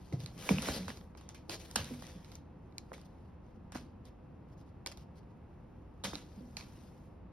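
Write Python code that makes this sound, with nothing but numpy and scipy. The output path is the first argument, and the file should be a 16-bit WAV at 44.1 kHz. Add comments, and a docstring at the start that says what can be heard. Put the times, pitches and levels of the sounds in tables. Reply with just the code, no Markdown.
"""Sharp ticks and soft thumps on a hardwood floor: a cat trots and pounces after a flicked feather toy.
Claws and toy ring briefly on the boards and skid; padded paws push the boards, which ring and rattle.
Fur, feathers and a nylon play tunnel scuff and swish. A low room hum lies underneath.
Heard close; some treble bands sound wide and cancel in the centre."""
import sys
import numpy as np
from scipy import signal
from scipy.fft import rfft, irfft, next_fast_len
from scipy.io import wavfile
from scipy.ndimage import uniform_filter1d

SR = 44100
rng = np.random.default_rng(int(sys.argv[2]) if len(sys.argv) > 2 else 0)


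def unload_audio(sound):
    """Save the sound as a 16-bit wav file, at the path given as the first command line argument."""
    columns = np.transpose(np.atleast_2d(sound))
    # keep every value between -1 and 1, then stretch to whole-number steps
    steps = np.round(np.clip(columns, -1, 1) * 32767)
    wavfile.write(sys.argv[1], SR, steps.astype(np.int16))


N = 322812

# claw and toy hits: start_s, level_db, low_note_hz, upper_re_low_db, knock_re_tip_db, skid_db, skid_t60_s
TICKS = [(0.125, -42, 2080, -11, -7, -52, 0.2), (0.203, -45, 2070, 6, -18, -60, .14),
         (0.2608, -32, 2300, 6.5, -10, -53, 0.28), (0.49, -15.5, 2370, -27, -6, -33.5, 0.4),
         (0.5834, -22, 2620, -32, -8.5, -44, 0.31), (0.621, -46, 2180, 16, -7, -42, 1),
         (0.6848, -33.5, 1440, -6, 8, -41, 0.29), (0.6875, -37.5, 1450, -2, -3, -60, 0.092),
         (0.8802, -39, 1540, -9.5, 7.5, -40, 0.13), (0.9014, -36, 1850, -7, 1, -61, 0.23),
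         (0.9715, -47, 2290, 1, 4, -60, .05), (1.0114, -50, 1820, 0, 5.5, -78, .05),
         (1.15, -52.5, 2220, -7, 11, -71, 0.46), (1.173, -63, 2620, -2.5, 15, -55.5, 0.15),
         (1.2103, -63, 1890, 10, 19, -66, 0.61), (1.29, -33.5, 3400, 27, -5.5, -53.5, 0.14),
         (1.3457, -55.5, 2400, -3.5, 13, -51.5, 0.19), (1.4952, -26, 2650, -2.5, -2, -43, 0.2),
         (1.712, -56, 2700, 0, 13, -47.5, 0.021), (1.7573, -26.5, 3000, 9, 12.5, -33.5, 0.047),
         (1.7596, -21, 1602, 1, -4.5, -32.5, 0.28), (1.802, -48, 3207, 12, -15, -50, 0.05),
         (1.844, -36, 2110, 5, -3, -52, 0.54), (2.0219, -57.5, 1830, -1, 24.5, -55, 0.96),
         (2.068, -36.5, 3240, 9.5, -10, -73, 0.027), (2.2458, -45.5, 2250, 2.5, -6, -65, 0.65),
         (2.3177, -45.5, 2190, 2, 1.5, -62, 0.23), (2.354, -37.5, 3410, 25, -24, -54.5, 0.037),
         (2.724, -59, 2160, -3, -3, -83, 0.034), (2.7818, -28.5, 2340, 2, -26, -47, 0.039),
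         (2.917, -61.5, 1920, 1, 32, -78, 0.17), (2.9309, -61, 1960, -6, 20, -50.5, 0.3),
         (2.98, -55, 1900, 1.5, 13, -68, .04), (3.014, -52, 2680, 18.5, 5, -64, 0.07),
         (3.7207, -59.5, 1690, -3.5, 19, -51, 0.37), (3.747, -51, 1660, -7, 9.5, -50, 0.22),
         (3.7525, -40, 1530, -9, 1.5, -57, 0.16), (3.7565, -49, 1400, -6.5, 12, -69, 0.12),
         (4.0537, -68, 1736, 8, -7.5, -67.5, .15), (4.8615, -28.5, 2130, -3, -2.5, -34.5, 0.037),
         (4.8714, -26, 2860, 8.5, -20.5, -45.5, 0.19), (4.916, -46, 2420, -5.5, 3.5, -48.5, 0.041),
         (4.9217, -39.5, 2570, 17, -12.5, -58, 0.077), (4.973, -48, 2080, 19, 5, -59, 0.079),
         (6.0376, -31, 3650, -11, 1, -50, 0.079), (6.041, -28, 3750, -2, -5.5, -38.5, 0.39),
         (6.047, -57, 3500, -11.5, 11, -38, 0.1), (6.1316, -55, 1420, -14, 19.5, -52, 0.34),
         (6.146, -39, 2120, 14, -15, -64, 0.06), (6.1543, -26.5, 2220, 9, -9, -59, 0.32),
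         (6.5685, -25.5, 2460, -1.5, -22, -44.5, 0.31), (6.571, -32.5, 2400, 1, -2.5, -64, .03),
         (6.609, -37, 2340, -3, -5, -67, .08), (6.6234, -47, 2170, -8.5, -14, -73, .04)]
# paw landings: start_s, level_db, pitch_hz, t60_s
LANDINGS = [(0.129, -38.5, 288, 0.062), (0.143, -24, 115, 0.034), (0.191, -45, 123, 0.05),
            (0.236, -44, 143, 0.034), (0.371, -40, 162, 0.032), (0.427, -45, 204, 0.05),
            (0.499, -32, 368, 0.067), (0.5127, -17.5, 189.4, 0.044), (0.537, -28.5, 84, 0.036),
            (0.692, -33.5, 217, 0.043), (0.702, -33, 65, 0.033), (0.795, -37.5, 182, 0.16),
            (0.87, -37, 85, 0.06), (0.891, -39.5, 224, 0.053), (1.494, -44, 321, 0.058),
            (1.765, -38, 212, 0.097), (1.8, -32.5, 88, 0.054), (1.913, -35.5, 242.7, 0.074),
            (2.157, -40, 168, 0.054), (2.924, -43, 319, 0.023), (3.76, -34, 209, 0.027),
            (4.87, -44.5, 290, 0.018), (6.048, -38.5, 187, 0.075), (6.084, -40, 192, 0.04),
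            (6.138, -41, 282, 0.052), (6.374, -41.5, 207, 0.11), (6.407, -44, 246, 0.11)]
# floorboard modes: mode_hz, gain_db, t60_s
BOARD_MODES = [(102.6, -18.5, 0.36), (151.3, -9, 0.33), (195, -9, 0.021), (263, -9, 0.22),
               (340, -19, 0.088), (434, -21.5, 0.051)]
# slow rubbing of fur, feathers and nylon: time_s, level_db
SCUFF_ENVELOPE = [(0.0, -69.5), (0.22, -86), (0.474, -44), (0.59, -56.5), (0.675, -42), (0.7, -41.5),
                  (0.77, -56.5), (0.98, -63), (1.26, -104), (1.62, -60), (1.94, -57), (2.2, -71.5),
                  (2.36, -67), (2.42, -93), (2.9, -77), (3.3, -94.5), (3.7, -88), (4.4, -89.5),
                  (5.95, -85.5), (6.22, -77), (6.73, -67), (7.05, -76.5), (7.32, -104)]
# feather and nylon swishes: centre_s, level_db, half_length_s, airy_band_hz
SWISHES = [(0.114, -68.5, 0.081, 3985), (0.224, -57.5, 0.027, 4494), (0.406, -52.5, 0.023, 3566),
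           (0.761, -42.5, 0.022, 4750), (0.972, -67, 0.0081, 4500), (1.531, -44, 0.027, 4500),
           (1.611, -54.5, 0.014, 4500), (1.655, -55, 0.0063, 3500), (2.06, -62, 0.066, 4910),
           (3.058, -67, 0.0085, 4504), (3.195, -81.5, 0.13, 3500), (3.481, -82, 0.048, 3600),
           (3.557, -81, 0.012, 4800), (4.072, -66, 0.019, 3870), (4.499, -80, 0.015, 3200),
           (4.529, -75, 0.013, 5055), (4.6, -71.5, 0.023, 5405), (4.682, -78.5, 0.021, 3787),
           (5.001, -66.5, 0.029, 4073), (5.176, -69.5, 0.02, 4483), (5.307, -82, 0.01, 4480),
           (6.34, -71.5, 0.075, 4425), (6.836, -71, 0.051, 4140)]
# rubbing spectrum: freq_hz, density_db
RUB_SPECTRUM = [(150, -6.5), (400, 7), (1000, -2), (2000, -4.5), (3500, -6), (6000, -5.5), (8500, -9.5),
                (12000, -11.5), (15500, -18)]
# room hum spectrum: freq_hz, density_db
HUM_SPECTRUM = [(20, -64.5), (28, -47.5), (34, -20), (40, -9.5), (60, 5), (120, -2), (185, -4.5), (300, -7),
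                (500, -17), (900, -17), (1500, -29), (2500, -37), (5000, -50.5), (10000, -60.5),
                (16000, -66.5)]
# wavering notes in the hum: pitch_hz, width_hz, level_db
HUM_TONES = [(178.3, 22, -62.5), (348.6, 9.6, -77.5), (506.7, 14, -71), (2620, 170, -88.5)]
# room decay: freq_hz, t60_s
ROOM_DECAY = [(200, 0.85), (600, 0.28), (1500, 0.033), (4000, 0.24), (10000, 0.11)]
# stereo phase: freq_hz, left_lead_rad
STEREO_PHASE = [(300, 0), (700, -.4), (2000, 0), (4800, 0), (5800, 1.2), (7100, 3.05), (8200, 3.25),
                (9300, 5), (10400, 6.25), (11600, 6.35), (12600, 7.6), (13700, 9.4), (14900, 9.5),
                (15700, 10), (16800, 10.6)]
# left/right likeness: freq_hz, coherence
STEREO_LIKENESS = [(60, .99), (150, .99), (300, .65), (700, .45), (1200, .68), (2000, .78), (3300, .4),
                   (4300, .4), (5200, .8), (6300, .8), (7000, .998), (8300, .998), (9500, .7),
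                   (10600, .995), (11500, .99), (12500, .6), (13500, .998)]


def ticks(rub):
    """A hard tip rings on a low, an upper and a fainter top note over a knock and an edge, then skids."""
    size = 16384
    upper_ratio, top_ratio = 1.8, 2.8
    knock_hz, body_hz, knock_cutoff_hz, edge_hz = 800, 336.5, 2300, 6600
    skid_low_hz, skid_high_hz, scrape_db, scrape_s = 690, 9700, 2, 0.0022
    tips, skids = np.zeros(N), np.zeros((2, N))
    hz, t = np.fft.rfftfreq(size, 1 / SR) + 1, np.arange(size) / SR
    rattles = rng.standard_normal((len(TICKS), size)) * np.exp(-t / 0.0012)
    # bending waves bring the lows later: 2.2 cycles of delay at every pitch, plus 1 ms
    dispersion = np.exp(-2j * np.pi * (2.2 * np.log(hz / 20000) + hz * .001))
    bounce = 1 + 0.1 * np.exp(-2j * np.pi * hz * 0.00057)  # the tip touches twice
    skid_band = 0.9 / (1 + (hz / skid_high_hz) ** 2 + (skid_low_hz / hz) ** 2)

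    def ring(centre_hz, width_oct, q):
        window = np.exp(-.5 * (np.log2(hz / centre_hz) / width_oct) ** 2)
        return window / (1 + 1j * q * (hz / centre_hz - centre_hz / hz))

    for (start_s, level_db, low_hz, upper_db, knock_db, skid_db, t60_s), rattle in zip(TICKS, rattles):
        upper_notes = ring(upper_ratio * low_hz, .6, 10) - .35 * ring(top_ratio * low_hz, .6, 12)
        notes = ring(low_hz, .4, 8) - amp(upper_db) * upper_notes
        loudest = amp(max(upper_db, 0))
        knock = ring(knock_hz, 0.81, 0.46) + amp(-10.5) * ring(body_hz, 0.25, 1.0)
        knock *= loudest * amp(knock_db) / (1 + (hz / knock_cutoff_hz) ** 4)
        edge_db = skid_db - level_db + 7.5 + 3 * min(upper_db, 0)
        edge = loudest * amp(edge_db) * ring(edge_hz, 0.61, .3) * rfft(rattle) / np.linalg.norm(rattle)
        tick = irfft((notes * bounce + knock + edge) * dispersion)[:size // 4]
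        notes_peak = abs(irfft(notes * dispersion)).max()
        add(tips, start_s - .001, amp(level_db) / notes_peak * tick)

        slide = amp(skid_db - 60 * t / t60_s) * (1 - np.exp(-t / 0.0015))
        scrape = 1 + amp(scrape_db) * np.exp(-t / scrape_s)
        stroke = np.take(rub, round(start_s * SR) + np.arange(size), axis=1, mode="wrap") * slide * scrape
        add(skids, start_s, irfft(rfft(stroke) * (skid_band + 0.81 * abs(notes / loudest) ** 2)))
    return tips, skids


def paw_thumps():
    """A soft pad pushes the boards for a few cycles; they ring in their modes and rattle briefly."""
    rise_s, rattle_t60_s, rattle_band_hz = 0.01463, 0.081, [280, 620]
    out, t = np.zeros(N), np.arange(SR // 3) / SR
    boards = sum(amp(db - 60 * t / t60_s) * np.sin(2 * np.pi * hz * t) for hz, db, t60_s in BOARD_MODES)
    contact_s = np.maximum(t - 0.076 * rise_s, 0)
    rattle_envelope = (1 - np.exp(-contact_s / 0.003)) * amp(-60 * contact_s / rattle_t60_s)
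    warped_s = t + 0.00623 * (1 - np.exp(-t / 0.0043))  # higher waves arrive first
    roughness = rng.standard_normal((len(LANDINGS), len(t)))
    rattles = unit_rms(butter(roughness[:, ::-1], 3, rattle_band_hz, "band"))
    for (start_s, level_db, pitch_hz, t60_s), rough, rattle in zip(LANDINGS, roughness, rattles):
        weight = (1 - np.exp(-t / rise_s)) ** 3 * amp(-60 * t / max(t60_s, .02))
        push = weight * np.sin(2 * np.pi * pitch_hz * warped_s)
        ringing = signal.fftconvolve(weight * rough, boards)[:len(t)]
        thump = push / abs(push).max() + 0.38 * ringing / abs(ringing).max()
        rattle_db = -3 - 100 * t60_s + 10.5 * np.log2(pitch_hz / 200)  # short, high landings rattle most
        thump += amp(rattle_db) * rattle * rattle_envelope
        add(out, start_s - 0.689 * rise_s, amp(level_db) * thump)  # touch precedes full weight
    return butter(out, 2, 40, "high")  # the thumps carry no deep bass


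def rubbing():
    """Grainy friction noise at unit RMS: fibres catch and slip in sparse crinkles."""
    slips_per_s, slip_s = 250, 0.00169
    rub = unit_rms(patchy_noise(RUB_SPECTRUM, size=256, patchy_db=2.0))
    slips = amp(2.2 * np.minimum(rng.exponential(1, N), 3.5)) * (rng.random(N) < slips_per_s / SR)
    crinkles = signal.lfilter([1], [1, -np.exp(-1 / (slip_s * SR))], slips)
    return rub * unit_rms(1 + 0.42 * crinkles)


def scuff(rub):
    """Fur, feathers and nylon rub in slow strokes and brief swishes with a drifting airy band."""
    airy_width_hz, airy_gain = 2300, 0.68
    t = np.arange(N) / SR
    strokes = rub * amp(np.interp(t, *np.transpose(SCUFF_ENVELOPE)))
    power = sum(amp(2 * db) * np.exp(-((t - at_s) / half_s) ** 4) for at_s, db, half_s, _ in SWISHES)
    centre_s, _, _, band_hz = np.transpose(SWISHES)
    carrier = np.exp(2j * np.pi * np.cumsum(np.interp(t, centre_s, band_hz)) / SR)
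    pole = np.exp(-np.pi * airy_width_hz / SR)
    airy = (carrier * signal.lfilter([1 - pole], [1, -pole], rub[::-1] / carrier)).real
    swish = unit_rms(rub[::-1] + airy_gain * unit_rms(airy))
    return strokes + swish * np.sqrt(power)


def room_hum(wash_db=-53.5):
    """A low wash with a few unsteady notes of narrow-band noise."""
    out = amp(wash_db) * unit_rms(patchy_noise(HUM_SPECTRUM, size=2048, patchy_db=0.25))
    for pitch_hz, width_hz, level_db in HUM_TONES:
        pole = np.exp(-np.pi * width_hz / SR)
        resonator = [1, -2 * pole * np.cos(2 * np.pi * pitch_hz / SR), pole * pole]
        out += amp(level_db) * unit_rms(signal.lfilter([1], resonator, rng.standard_normal((2, N))))
    return out


def room(x, direct, wet_db):
    """Row 0 direct, row 1 scattered over 3 ms; both with sparse echoes that die band by band."""
    taps = np.zeros((2, SR // 2))
    at = np.arange(120, SR // 2 - 20, 20) + rng.integers(0, 20, (2, (SR // 2 - 121) // 20))
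    np.put_along_axis(taps, at, rng.choice([-1., 1.], at.shape), 1)
    hz, t, spectra = signal.stft(taps, SR, nperseg=256)
    response = signal.istft(spectra * amp(-60 * t / curve(ROOM_DECAY, hz)[:, None]), SR, nperseg=256)[1]
    response *= amp(wet_db) / np.linalg.norm(response[0])
    scattered = rng.standard_normal(128) * np.exp(-np.arange(128) / 30)
    response[0, 0] += direct
    response[1, :128] += 1.7 * direct * scattered / np.linalg.norm(scattered)
    return signal.fftconvolve(x[None], response, axes=1)[:, :N]


def patchy_noise(spectrum, size, patchy_db):
    """Two unrelated noises of one spectrum, with drifting louder and softer patches."""
    frames = N * 4 // size + 5
    real, imag, drift = rng.standard_normal((frames, size // 2 + 1, 2, 3)).T
    patches = unit_rms(uniform_filter1d(uniform_filter1d(drift[0], 3, 0), 16, 1))
    hz = np.fft.rfftfreq(size, 1 / SR)[:, None]
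    spectra = (real + 1j * imag) * amp(curve(spectrum, hz) + patchy_db * patches)
    return signal.istft(spectra, nperseg=size, noverlap=size * 3 // 4)[1][:, :N]


def amp(db):
    return 10 ** (np.asarray(db) / 20)


def unit_rms(x):
    return x / np.sqrt(np.mean(x ** 2, -1, keepdims=True) + 1e-20)


def curve(points, hz):
    point_hz, value = np.transpose(points)
    return np.interp(np.log(hz + 1), np.log(point_hz + 1), value)


def butter(x, order, cutoff_hz, kind):
    return signal.lfilter(*signal.butter(order, cutoff_hz, kind, fs=SR), x)


def add(mix, start_s, sound):
    part = mix[..., round(start_s * SR):][..., :sound.shape[-1]]
    part += sound[..., :part.shape[-1]]


def scene():
    """Row 0: the sound left and right share. Row 1: an unrelated twin arriving by other paths."""
    rub = rubbing()
    tips, skids = ticks(np.roll(rub, SR, axis=1))
    slides = scuff(rub) + skids
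    near = room(tips, direct=0.65, wet_db=-21)
    near += room(paw_thumps(), direct=0.8, wet_db=-16.0)
    near += slides + room(slides[0], direct=0, wet_db=-9.5)
    near[1] = butter(near[1], 1, 1300, "high")  # long waves from close by reach both sides alike
    return near + room_hum()


def record(dry):
    """Stereo phase and left/right likeness by frequency; the top treble is rolled off above 16.6 kHz."""
    cutoff_hz = 16600
    size = next_fast_len(N + 4096)
    hz = np.fft.rfftfreq(size, 1 / SR)
    shared, twin = rfft(dry, size)
    mix_rad = np.arccos(np.clip(curve(STEREO_LIKENESS, hz), -1, 1)) / 2
    half_lead = np.exp(.5j * curve(STEREO_PHASE, hz))
    left = (np.cos(mix_rad) * shared + np.sin(mix_rad) * twin) * half_lead
    right = (np.cos(mix_rad) * shared - np.sin(mix_rad) * twin) / half_lead
    stereo = irfft(np.array([left, right]), size)[:, :N]
    lowpass = signal.firwin(511, cutoff_hz, window=("kaiser", 9), fs=SR)
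    return signal.oaconvolve(stereo, lowpass[None], "same")


dry = scene()
out = record(dry)
unload_audio(out)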